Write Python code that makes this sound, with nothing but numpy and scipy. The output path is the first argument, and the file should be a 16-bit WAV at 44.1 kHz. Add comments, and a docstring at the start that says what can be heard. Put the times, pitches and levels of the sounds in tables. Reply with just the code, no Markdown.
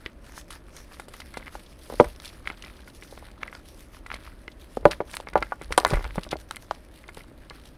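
"""Crushing chalk over a plastic basin

Hands crush lumps of chalk over a basin half full of crumbs, close to a microphone.
Lumps ring the basin's modes; snapping grains are short clicks with a fizz of noise.
Powder rustling in the palms is coloured noise that swells with each rub; crumbs patter down.
Jolts shake the stand as low damped swings, over a quiet room hum of filtered noise.
The loudest knocks overload the microphone and are clipped."""
import sys
import numpy as np
from scipy import signal
from scipy.fft import irfft
from scipy.io import wavfile
from scipy.ndimage import uniform_filter1d

SR = 44100
rng = np.random.default_rng(int(sys.argv[2]) if len(sys.argv) > 2 else 0)


def ratio_of_db(decibels):
    """Turn decibels (scalar or array-like) into linear amplitude factors; 0 dB maps to 1."""
    return 10 ** (np.asarray(decibels, float) / 20)


def transcribe(u):
    """Save the signal u as a 16-bit wav file named by the first command-line argument.

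    u: samples, shape (n,) or (channels, n), limited to [-1, 1]; the rate is SR.
    q: integer samples, one column per channel.
    """
    v = np.clip(np.atleast_2d(u).T, -1, 1)
    q = np.round(v * 32767).astype(np.int16)
    wavfile.write(sys.argv[1], SR, q)


N = 342657  # length in samples

# ringing modes of the basin: (frequency [Hz], relative level [dB], factor on the ring time [1])
BASIN_MODES = [(172, 3, 0.6), (244.4, -1, 1.05), (324.5, 5, 0.8), (386.4, 2.5, 0.8), (421, -7, 0.61),
               (504, 1, 0.31), (591.4, -3.5, 0.93), (644, -0.5, 0.4), (757.7, -7, 0.65), (846.5, -2, 0.53),
               (975, -4.5, 0.55), (1147, -0.5, 0.41), (1413.6, -4, 0.64), (1457, -5, 0.33),
               (1688, 0.5, 0.39), (2062, 7.5, 0.47), (2247, 5, 0.35), (2602, -3, .6), (2920, -2.5, 0.71),
               (3310, -5, .6), (3750, -11.5, .6)]


def evened(x):
    """Scales to rms 1."""
    return x / np.sqrt(np.mean(x ** 2) + 1e-20)


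def read(points, hz):
    """Reads a spectrum on a log-frequency axis."""
    f, value = np.transpose(points)
    return np.interp(np.log(hz + 1), np.log(f + 1), value)


def add(mix, s, sound):
    """Mixes a sound in at s seconds."""
    part = mix[round(s * SR):][:len(sound)]
    part += sound[:len(part)]


def hump(hz, centre_hz, octaves):
    """Gain of a bell-shaped band on a log-frequency axis."""
    distance = np.log2((hz + 1) / centre_hz) / max(octaves, .15)
    return np.exp(-distance ** 2 / 2)


def shaped(x, db_of, size):
    """Colours x frame by frame with db_of(Hz column, time row)."""
    overlap = size * 3 // 4
    hz, t, z = signal.stft(x, SR, nperseg=size, noverlap=overlap)
    coloured = z * ratio_of_db(db_of(hz[:, None], t[None]))
    return signal.istft(coloured, SR, nperseg=size, noverlap=overlap)[1][:N]


def room():
    """Steady room tone of filtered noise, with a low wobble that swells when the stand moves."""
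    # colour of the room tone: (frequency [Hz], relative level per Hz [dB])
    room_colour = [(12, -25), (20, -5), (48, -12.5), (56, -6), (64, -4), (80, -13), (140, -15.5),
                   (200, -16), (245, -14.5), (340, -15), (420, -22.5), (485, -20.5), (580, -18.5),
                   (720, -26.5), (1190, -29.5), (2500, -38), (7300, -56.5), (9700, -48.5), (16000, -64)]
    # rms level of the low wobble of the stand: (time [s], level [dB])
    wobble_levels = [(0, -54), (.5, -50), (1.4, -49.5), (1.9, -55), (2.03, -30), (2.16, -49), (3.6, -53),
                     (4.26, -47), (4.4, -54), (4.75, -49), (4.87, -39), (5.02, -48), (5.28, -52),
                     (5.39, -39.5), (5.55, -56), (5.73, -38), (5.81, -48), (5.94, -30), (6.3, -46),
                     (6.62, -54), (7.77, -51.5)]
    tone = evened(shaped(rng.standard_normal(N), lambda hz, t: read(room_colour, hz) + 0 * t, size=4096))
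    band = signal.butter(2, [30, 62], "band", fs=SR, output="sos")
    wobble = evened(signal.sosfilt(band, rng.standard_normal(N)))
    s, level_db = np.transpose(wobble_levels)
    return ratio_of_db(-51) * tone + wobble * ratio_of_db(np.interp(np.arange(N) / SR, s, level_db))


def walls(x):
    """Sparse reflections from the basin rim and the room, dying fast."""
    at = np.arange(60, 12000, 22)
    fade = ratio_of_db(-60 * at / SR / 0.18)  # 60 dB in 0.18 s
    taps = np.zeros(12100)
    taps[at + rng.integers(0, 22, len(at))] = rng.choice([-1., 1.], len(at)) * fade
    return signal.fftconvolve(x, taps / np.linalg.norm(taps))[:N]


def jolt(db, hz, t60):
    """A damped low swing of the stand."""
    t = np.arange(SR // 2) / SR
    return ratio_of_db(db - 60 * t / t60) * np.sin(2 * np.pi * hz * t) * (1 - np.exp(-t / 0.002))


def jolts():
    """Every jolt: the stand is pushed and swings at its own low pitch until it settles."""
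    # (time [s], level before rise and decay [dB], frequency [Hz], time to fade 60 dB [s])
    jolt_list = [(2.003, -25, 130, .08), (4.858, -25, 165, .09), (5.926, -11, 138, 0.056),
                 (5.946, -14.5, 36, 0.3), (6.178, -13, 180, 0.036)]
    stand = np.zeros(N)
    for s, *row in jolt_list:
        add(stand, s, jolt(*row))
    return stand


def rubs(t):
    """Relative power of every rub, and last of the trickle, at times t; with low-mid and hiss weights."""
    # rubs of powder in the palms: (time of peak [s], relative peak level [dB], time to fade 10 dB [s],
    # weight of the low mids [dB], hiss near 6 kHz [dB])
    rub_list = [(.018, -60, .022, 8, -4), (.065, -60, .03, 15, -8), (.285, -58, .065, 3, 3),
                (.378, -51, .04, 2, 10), (.535, -50.5, .042, 5, 0), (.69, -67, .04, 4, 0),
                (.778, -55.5, .055, 3, 9), (.84, -61, .04, -5, -3), (.925, -57, .07, 0, -3),
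                (1.013, -57, .035, 6, -3), (1.15, -54, .045, 0, -3), (1.2, -54, .035, -6, -3),
                (1.28, -57.5, .08, 2, -6), (1.36, -58, .06, 4, -8), (1.425, -59, .04, 8, -8),
                (1.477, -56, .025, 4, -5), (1.545, -52, .04, -2, 2), (1.61, -58, .06, -6, 0),
                (1.71, -58, .04, -9, 0), (1.84, -57, .08, -13, 0), (1.92, -52.5, .07, -10, -1),
                (2.01, -49, .07, -6, -2), (2.1, -52, .045, -15, -4), (2.19, -61, .05, 4, -2),
                (2.255, -48, .045, -12, 0), (2.35, -58, .07, 0, -2), (2.489, -54, .055, 10, -11),
                (2.58, -60, .05, 5, -7), (2.67, -55, .085, 0, -8), (2.78, -62, .08, 5, -2),
                (2.885, -59, .035, 2, 2), (2.96, -57, .035, -15, 4), (3.04, -58, .04, -1, 6),
                (3.12, -57, .09, -2, 2), (3.25, -59, .09, 5, -8), (3.44, -59, .06, 14, -18),
                (3.55, -58.5, .045, 12, 3), (3.69, -56.5, .06, -23, 0), (3.805, -56, .065, -8, 1),
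                (3.951, -55, .045, -3, 0), (4.075, -61, .03, 5, -5), (4.135, -48.5, .045, 5, -26),
                (4.26, -55, .085, 2, -9), (4.41, -63, .05, -1, -4), (4.5, -65, .06, -1, -4),
                (4.625, -58, .05, -12, -3), (4.73, -61, .09, -8, 0), (4.872, -50, .022, -6, -5),
                (4.924, -42, .02, 0, -12), (4.96, -60, .05, -2, -3), (5.09, -58, .04, 3, 3),
                (5.145, -49, .04, 4, 5), (5.21, -61, .04, 8, -5), (5.29, -62, .03, 8, -5),
                (5.375, -49.5, .022, 8, -17), (5.435, -57, .04, 12, 0), (5.51, -61, .06, 10, 0),
                (5.635, -58, .05, 1, -5), (5.727, -53, .03, 15, -2), (5.81, -53, .06, 3, -1),
                (5.92, -48.5, .075, 13, 2), (6.03, -56, .09, 12, -2), (6.165, -53, .07, 3, -9),
                (6.245, -57, .03, 0, -4), (6.324, -43, .017, 5, -19), (6.41, -59, .045, -4, 0),
                (6.53, -59, .05, 3, 2), (6.625, -57, .035, -8, 2), (6.73, -59, .08, -6, -4),
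                (6.84, -66, .03, 0, -4), (6.975, -58.5, .07, -9, -5), (7.084, -61, .03, 8, -10),
                (7.18, -57, .06, 2, -3), (7.285, -64, .022, -4, -4), (7.43, -64, .06, 2, -5),
                (7.555, -55, .045, -3, -8), (7.67, -56.5, .04, -8, -4), (7.74, -68, .04, 4, -4)]
    rise_share = .85  # rise time over fade time
    roundness = 1.8  # 1 = pointed swell, 2 = round top with steep flanks
    rest_db, rest_low_db, rest_hiss_db = -72, 7, -1.5  # trickle of powder between rubs, relative
    s, db, fade_s, low_db, hiss_db = np.transpose(rub_list)[:, :, None]
    away = np.maximum(t - s, (s - t) / rise_share) / np.maximum(fade_s, .005)
    swells = ratio_of_db(2 * (db - 10 * away ** roundness))  # doubled dB turns amplitude into power
    power = np.vstack([swells, ratio_of_db(2 * rest_db) + 0 * t])
    return power, np.append(low_db, rest_low_db), np.append(hiss_db, rest_hiss_db)


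def rustle():
    """Powder in the palms: dense tiny grains and smooth friction noise; the colour drifts in patches."""
    # colour of the powder: (frequency [Hz], relative level per Hz [dB])
    powder_colour = [(250, -40.5), (600, -6), (1100, -16.5), (1700, 0), (2500, -6), (3500, -5.5),
                     (5500, -7), (6400, -10.5), (7300, -15), (8800, -9.5), (10400, -8), (12500, -14.5),
                     (15300, -19), (16200, -43)]
    sizes = ratio_of_db(7.1 * np.minimum(rng.exponential(1, N), 5))
    sizes = sizes * (rng.random(N) < 1500 / SR)  # about 1500 grains a second
    fizz = signal.lfilter([1], [1, -.985], sizes)  # each grain dies away within a few ms
    grains = evened(fizz * rng.standard_normal(N))
    drive = 0.75 * grains + 0.76 * rng.standard_normal(N)
    patches = rng.standard_normal((N // 64 + 2, 129)).T
    patches = uniform_filter1d(patches, 6, axis=0)  # smooth over frequency
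    patches = evened(uniform_filter1d(patches, 30, axis=1))  # smooth over time

    def colour(hz, t):
        """Adds up spectrum, stroke level, tilts and patches in dB."""
        high = np.clip(np.log2((hz + 1) / 6500) * 3, 0, 1)
        low = np.clip(np.log2(2500 / (hz + 1)), 0, 1)
        power, low_db, hiss_db = rubs(t)
        treble_db = .5 + .3 * hiss_db  # the top brightens with the hiss
        tilt = high * treble_db + low * low_db + hump(hz, 6170, 0.24) * hiss_db
        stroke_db = 10 * np.log10(ratio_of_db(2 * tilt) @ power)
        return read(powder_colour, hz) + stroke_db + 2.0 * patches[:, :t.size]
    return ratio_of_db(11) * shaped(drive, colour, size=256)


def debris():
    """Crumbs shed by each stroke patter on the basin: more of them, and louder, as the stroke swells."""
    s = np.arange(0, N / SR, .002)
    power, low_db, _ = rubs(s)
    stroke_db = np.interp(np.arange(N) / SR, s, 10 * np.log10(ratio_of_db(0.94 * low_db) @ power))
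    falls = rng.random(N) < 220 * ratio_of_db(.5 * (stroke_db + 50)) / SR
    sizes = falls * ratio_of_db(1.119 * stroke_db + 3.5 * np.minimum(rng.exponential(1, N), 4))
    kind = rng.integers(0, 24, N)
    t = np.arange(900) / SR
    out = np.zeros(N)
    for k, chance in enumerate(rng.standard_normal((24, 3))):
        hz = 1800 * 2 ** (.7 * chance[:, None])  # three pitches for each kind of crumb
        pings = np.sin(2 * np.pi * hz * t) * ratio_of_db(-60 * t * hz / 15)  # 60 dB in 15 cycles
        out += signal.oaconvolve(sizes * (kind == k), pings.sum(0))[:N]
    return ratio_of_db(8) * out


def snap(db, treble_db, t60, noise):
    """One sharp break and a fizz of splinters, heard in a body band and a treble band."""
    t = np.arange(len(noise)) / SR
    burst = .22 * noise * ratio_of_db(-60 * t / np.clip(t60, .002, .06))
    burst[0] += 1
    hz = np.fft.rfftfreq(256, 1 / SR)
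    body_band = hump(hz, 3600, 0.53)
    treble_band = hump(hz, 9100, 0.22) + .12 * hump(hz, 13000, .25)
    body, treble = (np.fft.fftshift(irfft(band))[96:] for band in (body_band, treble_band))
    low, high = signal.fftconvolve(burst, body), signal.fftconvolve(burst, treble)
    return ratio_of_db(db) * (low / abs(low).max() + ratio_of_db(treble_db) * high / abs(high).max())


def ticks():
    """Small grains snap at random, each louder while a rub is strong."""
    s = np.arange(0, N / SR, .002)
    stroke = np.interp(np.arange(N) / SR, s, np.sqrt(rubs(s)[0].sum(0)))
    breaks = rng.random(N) < 25 / SR  # about 25 a second
    sizes = breaks * stroke * ratio_of_db(4.5 * np.minimum(rng.exponential(1, N), 3))
    kind = rng.integers(0, 8, N)
    out = np.zeros(N)
    for k, chance in enumerate(rng.standard_normal((8, 1500))):
        shape = snap(0, -10 + 6.5 * chance[0], .015 * 2 ** chance[1], chance[2:])
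        out += signal.oaconvolve(sizes * (kind == k), shape)[:N]
    return ratio_of_db(6) * out


def snaps():
    """The larger grains: each breaks once at its own moment and splinters with fresh noise."""
    # (time [s], peak level of the body [dB], treble over body [dB], time for the fizz to fade 60 dB [s])
    snap_list = [(0.0605, -34, -21, 0.014), (0.5049, -34, -1, 0.054), (0.9972, -39.5, -0.5, 0.05),
                 (1.083, -40.5, -2, 0.058), (1.1367, -39.5, -5, 0.041), (1.202, -30.5, -10, 0.028),
                 (1.339, -37, -8, 0.019), (1.3715, -33, -3.5, 0.046), (2.0032, -27, -10, 0.035),
                 (2.161, -37, -13, 0.0051), (2.2001, -28, -19, 0.0047), (2.2556, -27, -15, 0.02),
                 (2.2775, -33, -21, 0.016), (2.476, -34, -6, 0.01), (2.623, -30.5, -14, 0.014),
                 (2.6474, -34.5, -18, 0.022), (3.0345, -36.5, -9, 0.02), (3.3146, -42, -6, 0.0086),
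                 (3.4314, -32.5, -16, 0.015), (3.4744, -44, -3, 0.031), (3.5504, -29.5, -18, 0.0059),
                 (4.0646, -38.5, -7, 0.029), (4.1423, -26, -14, 0.026), (4.4786, -36.5, -21, 0.0072),
                 (4.768, -41, -7, 0.054), (4.8537, -20.5, -10.5, 0.016), (4.9107, -22, -13, 0.038),
                 (4.9164, -29, -6, 0.027), (5.1127, -36.5, 1, 0.015), (5.1345, -31, -14, 0.023),
                 (5.1513, -37.5, 10.5, 0.024), (5.168, -19.5, -3, 0.0057), (5.201, -32.5, -19, 0.013),
                 (5.2086, -33, -6.5, 0.0055), (5.286, -32, -13, 0.01), (5.3348, -34.5, -8, 0.012),
                 (5.3562, -32, -18, 0.0062), (5.4261, -21, -19.5, 0.0053), (5.6187, -32.5, -4, 0.0055),
                 (5.6444, -33, -15, 0.007), (5.7233, -21, -6.5, 0.031), (5.7768, -11, 1, 0.037),
                 (5.7998, -17, -10, 0.007), (5.8488, -9, -15.5, 0.0059), (5.8678, -36, 12, 0.0058),
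                 (5.878, -36, 11.5, 0.0048), (5.8877, -40, 6, 0.03), (5.8985, -35, -4, 0.037),
                 (5.9042, -21, -11, 0.0099), (5.9116, -28, -13, 0.014), (5.9385, -32, -3, 0.013),
                 (5.9564, -33, -2, 0.011), (6.042, -33.5, -10, 0.014), (6.1562, -38, 0, 0.029),
                 (6.234, -27, -19, 0.007), (6.241, -33, -6, 0.013), (6.29, -31, -18, 0.004),
                 (6.3093, -37, -4, 0.059), (6.3122, -23.5, -15, 0.038), (6.3677, -36, -16, 0.012),
                 (6.5095, -21, -6, 0.012), (6.5593, -30, 2, 0.0052), (6.5672, -29.5, -5.5, 0.0094),
                 (6.7096, -24.5, -28.5, 0.017), (6.7488, -39, -12, 0.007), (7.0803, -38, -11, 0.015),
                 (7.0918, -41, -3, 0.014), (7.1458, -38, -2, 0.011), (7.4985, -29, -15, 0.011)]
    out = np.zeros(N)
    for (s, *row), noise in zip(snap_list, rng.standard_normal((len(snap_list), 2500))):
        add(out, s, snap(*row, noise))
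    return out


def knock(db, centre, floor_db, t60, chance):
    """A blow and a few later contacts ring the modes near its centre; shifting crumbs detune them."""
    level_chance, delay_chance, strength_chance, pitch_chance = chance
    t = np.arange(6000) / SR
    ring_s = np.clip(t60, .01, .12)
    hz, mode_db, slow = np.transpose(BASIN_MODES)[:, :, None]
    floor = hz < 430  # the low modes belong to the basin floor, the others to its wall
    # a blow that booms more also excites a wider band of wall modes
    wall = ~floor * hump(hz, 500 * 2 ** centre, .66 + .012 * floor_db)
    weight = wall / np.linalg.norm(wall) + floor * ratio_of_db(np.minimum(floor_db, 4) - 12.5)
    weight = weight * ratio_of_db(mode_db + 1.6 * level_chance[:, None])
    detuned_hz = hz * (1 + 0.016 * pitch_chance[:, None])
    rings = -weight * ratio_of_db(-60 * t / (slow * ring_s)) * np.sin(2 * np.pi * detuned_hz * t)
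    cut = signal.butter(3, 310 * 2 ** np.clip(centre, 0, 2.5), "high", fs=SR, output="sos")
    is_wall = ~floor[:, 0]
    rings[is_wall] = signal.sosfilt(cut, rings[is_wall])  # a small patch of wall moves no bass
    # big lumps land softer and the floor takes time to swing
    rise = np.where(floor, .0025, 0.0011 / 2 ** centre)
    ringing = (rings * (1 - np.exp(-t / rise))).sum(0)
    contacts = np.zeros(1500)
    late = .0015 + abs(delay_chance[:6]) * .075 * ring_s  # seconds after the blow
    np.add.at(contacts, np.minimum(late * SR, 1499).astype(int), .13 * strength_chance[:6])
    contacts[0] += 1
    sound = signal.fftconvolve(ringing, contacts)
    return ratio_of_db(db) * sound / abs(sound).max()


def knocks():
    """All the lumps that hit the basin, each ringing its modes a little differently."""
    # (time [s], peak level [dB], centre [octaves above 500 Hz], relative boom of the basin floor [dB],
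    # time to fade 60 dB before each mode's factor [s])
    knock_list = [(0.0616, -16.5, 2.6, 2, 0.02), (0.5041, -38, 1.8, -16, 0.044),
                  (0.802, -40, 0.99, 0, 0.02), (0.9977, -25.5, 1.24, -13, 0.03),
                  (1.0825, -35, 0.75, -6, 0.045), (1.141, -35, 2.1, -5, 0.048),
                  (1.2017, -33, 1.4, -22, 0.035), (1.218, -31, 1.94, -11, 0.022),
                  (1.3413, -32, 1.53, -18, 0.1), (1.3714, -20, 1.13, -3, 0.03),
                  (1.3982, -36, 1.4, -11, 0.036), (1.4265, -33.5, 1.8, -8, 0.033),
                  (1.468, -30, 2, -20, 0.033), (1.48, -26, 1.85, -6, 0.013),
                  (1.553, -24.5, 0.98, -18, 0.029), (1.9, -25, 0.6, -6, 0.054),
                  (1.924, -24, 0.33, 1.5, 0.05), (1.9404, -26, 0.5, 2, 0.03), (1.9995, 6.5, 0.42, -8, 0.06),
                  (2.043, -23, 1.1, -12, 0.04), (2.2003, -34, 1.7, -8, 0.027),
                  (2.4568, -34, 1.9, -16, 0.052), (2.474, -13.5, 2.1, -13, 0.021),
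                  (2.501, -20.5, 1.72, -4, 0.024), (2.6389, -31, 2, 3, 0.072),
                  (2.8765, -35, 1.47, -16, 0.043), (3.024, -31, 2.1, 2, 0.052),
                  (3.1251, -33, 0.38, -6, 0.04), (3.1762, -31, 1.22, -6, 0.02),
                  (3.2253, -35, 0.79, -21, 0.059), (3.4318, -15.5, 1.8, -25, 0.017),
                  (3.479, -27, 1.86, -29, 0.034), (3.5277, -28, 1.55, -19, 0.024),
                  (3.551, -31.5, 1.3, -10, 0.029), (4.063, -27.5, 1.62, -19, 0.036),
                  (4.1026, -23, 1.7, -30, 0.015), (4.116, -18, 1.79, -10.5, 0.015),
                  (4.1404, -24, 1.45, -1, 0.017), (4.48, -23, 1.95, 0, 0.025), (4.771, -14, 0.2, 0, 0.028),
                  (4.8285, -36, 0.44, 1.5, 0.1), (4.8541, 7, 0.45, -6, 0.054), (4.9081, -29, 1.3, -17, 0.1),
                  (4.917, -27, 1.6, -17, 0.036), (5.004, -12.5, 0.6, -3, 0.055),
                  (5.0143, -22, 0.2, 0, 0.023), (5.1688, -19.5, 1.7, -22, 0.012),
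                  (5.201, -24.5, 0.67, -22, 0.032), (5.2713, -25.5, 1.2, -8, 0.052),
                  (5.2872, -27, 1.8, 3, 0.018), (5.3323, -30, 1.27, 0, 0.049),
                  (5.3556, -3, 0.72, -14, 0.08), (5.4185, -25, 0.71, 3, 0.026),
                  (5.4252, -13, 1.37, -9, 0.039), (5.5212, -15, 1.05, -29, 0.061),
                  (5.6138, -24.5, 1.12, 3, 0.053), (5.706, -25.5, 0.24, 3, 0.047),
                  (5.724, -12, 1.72, -15, 0.021), (5.7786, 0, 0.9, -17.5, 0.05),
                  (5.806, -24, 0.9, -12, 0.035), (5.833, -24, 0.73, -11, 0.034),
                  (5.8494, -3, 1.19, -30, 0.014), (5.8603, -14, 1.17, -6, 0.065),
                  (5.897, -29, 0.99, -3, 0.1), (5.91, -19, 0.67, 3, 0.038), (5.923, -24.5, 0.67, 0, 0.11),
                  (5.9345, -13, 0.76, -7, 0.037), (5.943, -22, 1.9, -14, 0.045),
                  (5.956, -23, 1.4, -12, 0.04), (5.9706, -21, 1.0, -5, 0.064), (5.9933, -26, 1.0, -4, 0.04),
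                  (6.008, -29, 1.1, -6, 0.04), (6.0437, -23, 1.44, -17, 0.024),
                  (6.052, -21.5, 1.42, -19, 0.011), (6.062, -32, 0.9, -8, 0.02),
                  (6.1077, -28.5, 2, -10, 0.013), (6.1569, -26.5, 0.72, -10, 0.037),
                  (6.1813, -14.5, 0.92, -5, 0.036), (6.2335, -27, 3.5, -19, 0.018),
                  (6.2654, -33, 0.6, -4, 0.07), (6.3093, -30, 3.7, -11, 0.062),
                  (6.3292, -13, 0.86, 0, 0.042), (6.356, -25, 0.31, -14, 0.028),
                  (6.5097, -20.5, 1.37, -37, 0.024), (6.5475, -34, 1.75, -19, 0.021),
                  (6.5667, -27, 1.78, -23, 0.033), (6.7107, -11, 1.0, -30, 0.036),
                  (7.04, -36, 2, -20, 0.025), (7.0889, -29, 1.4, -14, 0.041),
                  (7.172, -27.5, 1.13, 2.5, 0.036), (7.207, -35, 1.6, -2, 0.03),
                  (7.3148, -40, 0.14, 3, 0.031), (7.5067, -30.5, 1.14, -4.5, 0.081)]
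    out = np.zeros(N)
    chances = rng.standard_normal((len(knock_list), 4, len(BASIN_MODES)))
    for (s, *row), chance in zip(knock_list, chances):
        add(out, s, knock(*row, chance))
    return out


def scene():
    """Hits with their reflections over the shaken stand, the rustle and the room."""
    hits = knocks() + snaps() + debris() + ticks()
    return (hits + ratio_of_db(-20) * walls(hits) + jolts() + rustle() + room())[None]


def band_limit(x):
    """A steep low-pass at the top of the band."""
    return signal.sosfilt(signal.butter(12, 16810, fs=SR, output="sos"), x)


def record(dry):
    """The microphone input clips just under full scale, with a short knee."""
    ceiling = .95
    clipped = dry / (1 + abs(dry / ceiling) ** 6) ** (1 / 6)
    return band_limit(clipped)


dry = scene()
out = record(dry)
transcribe(out)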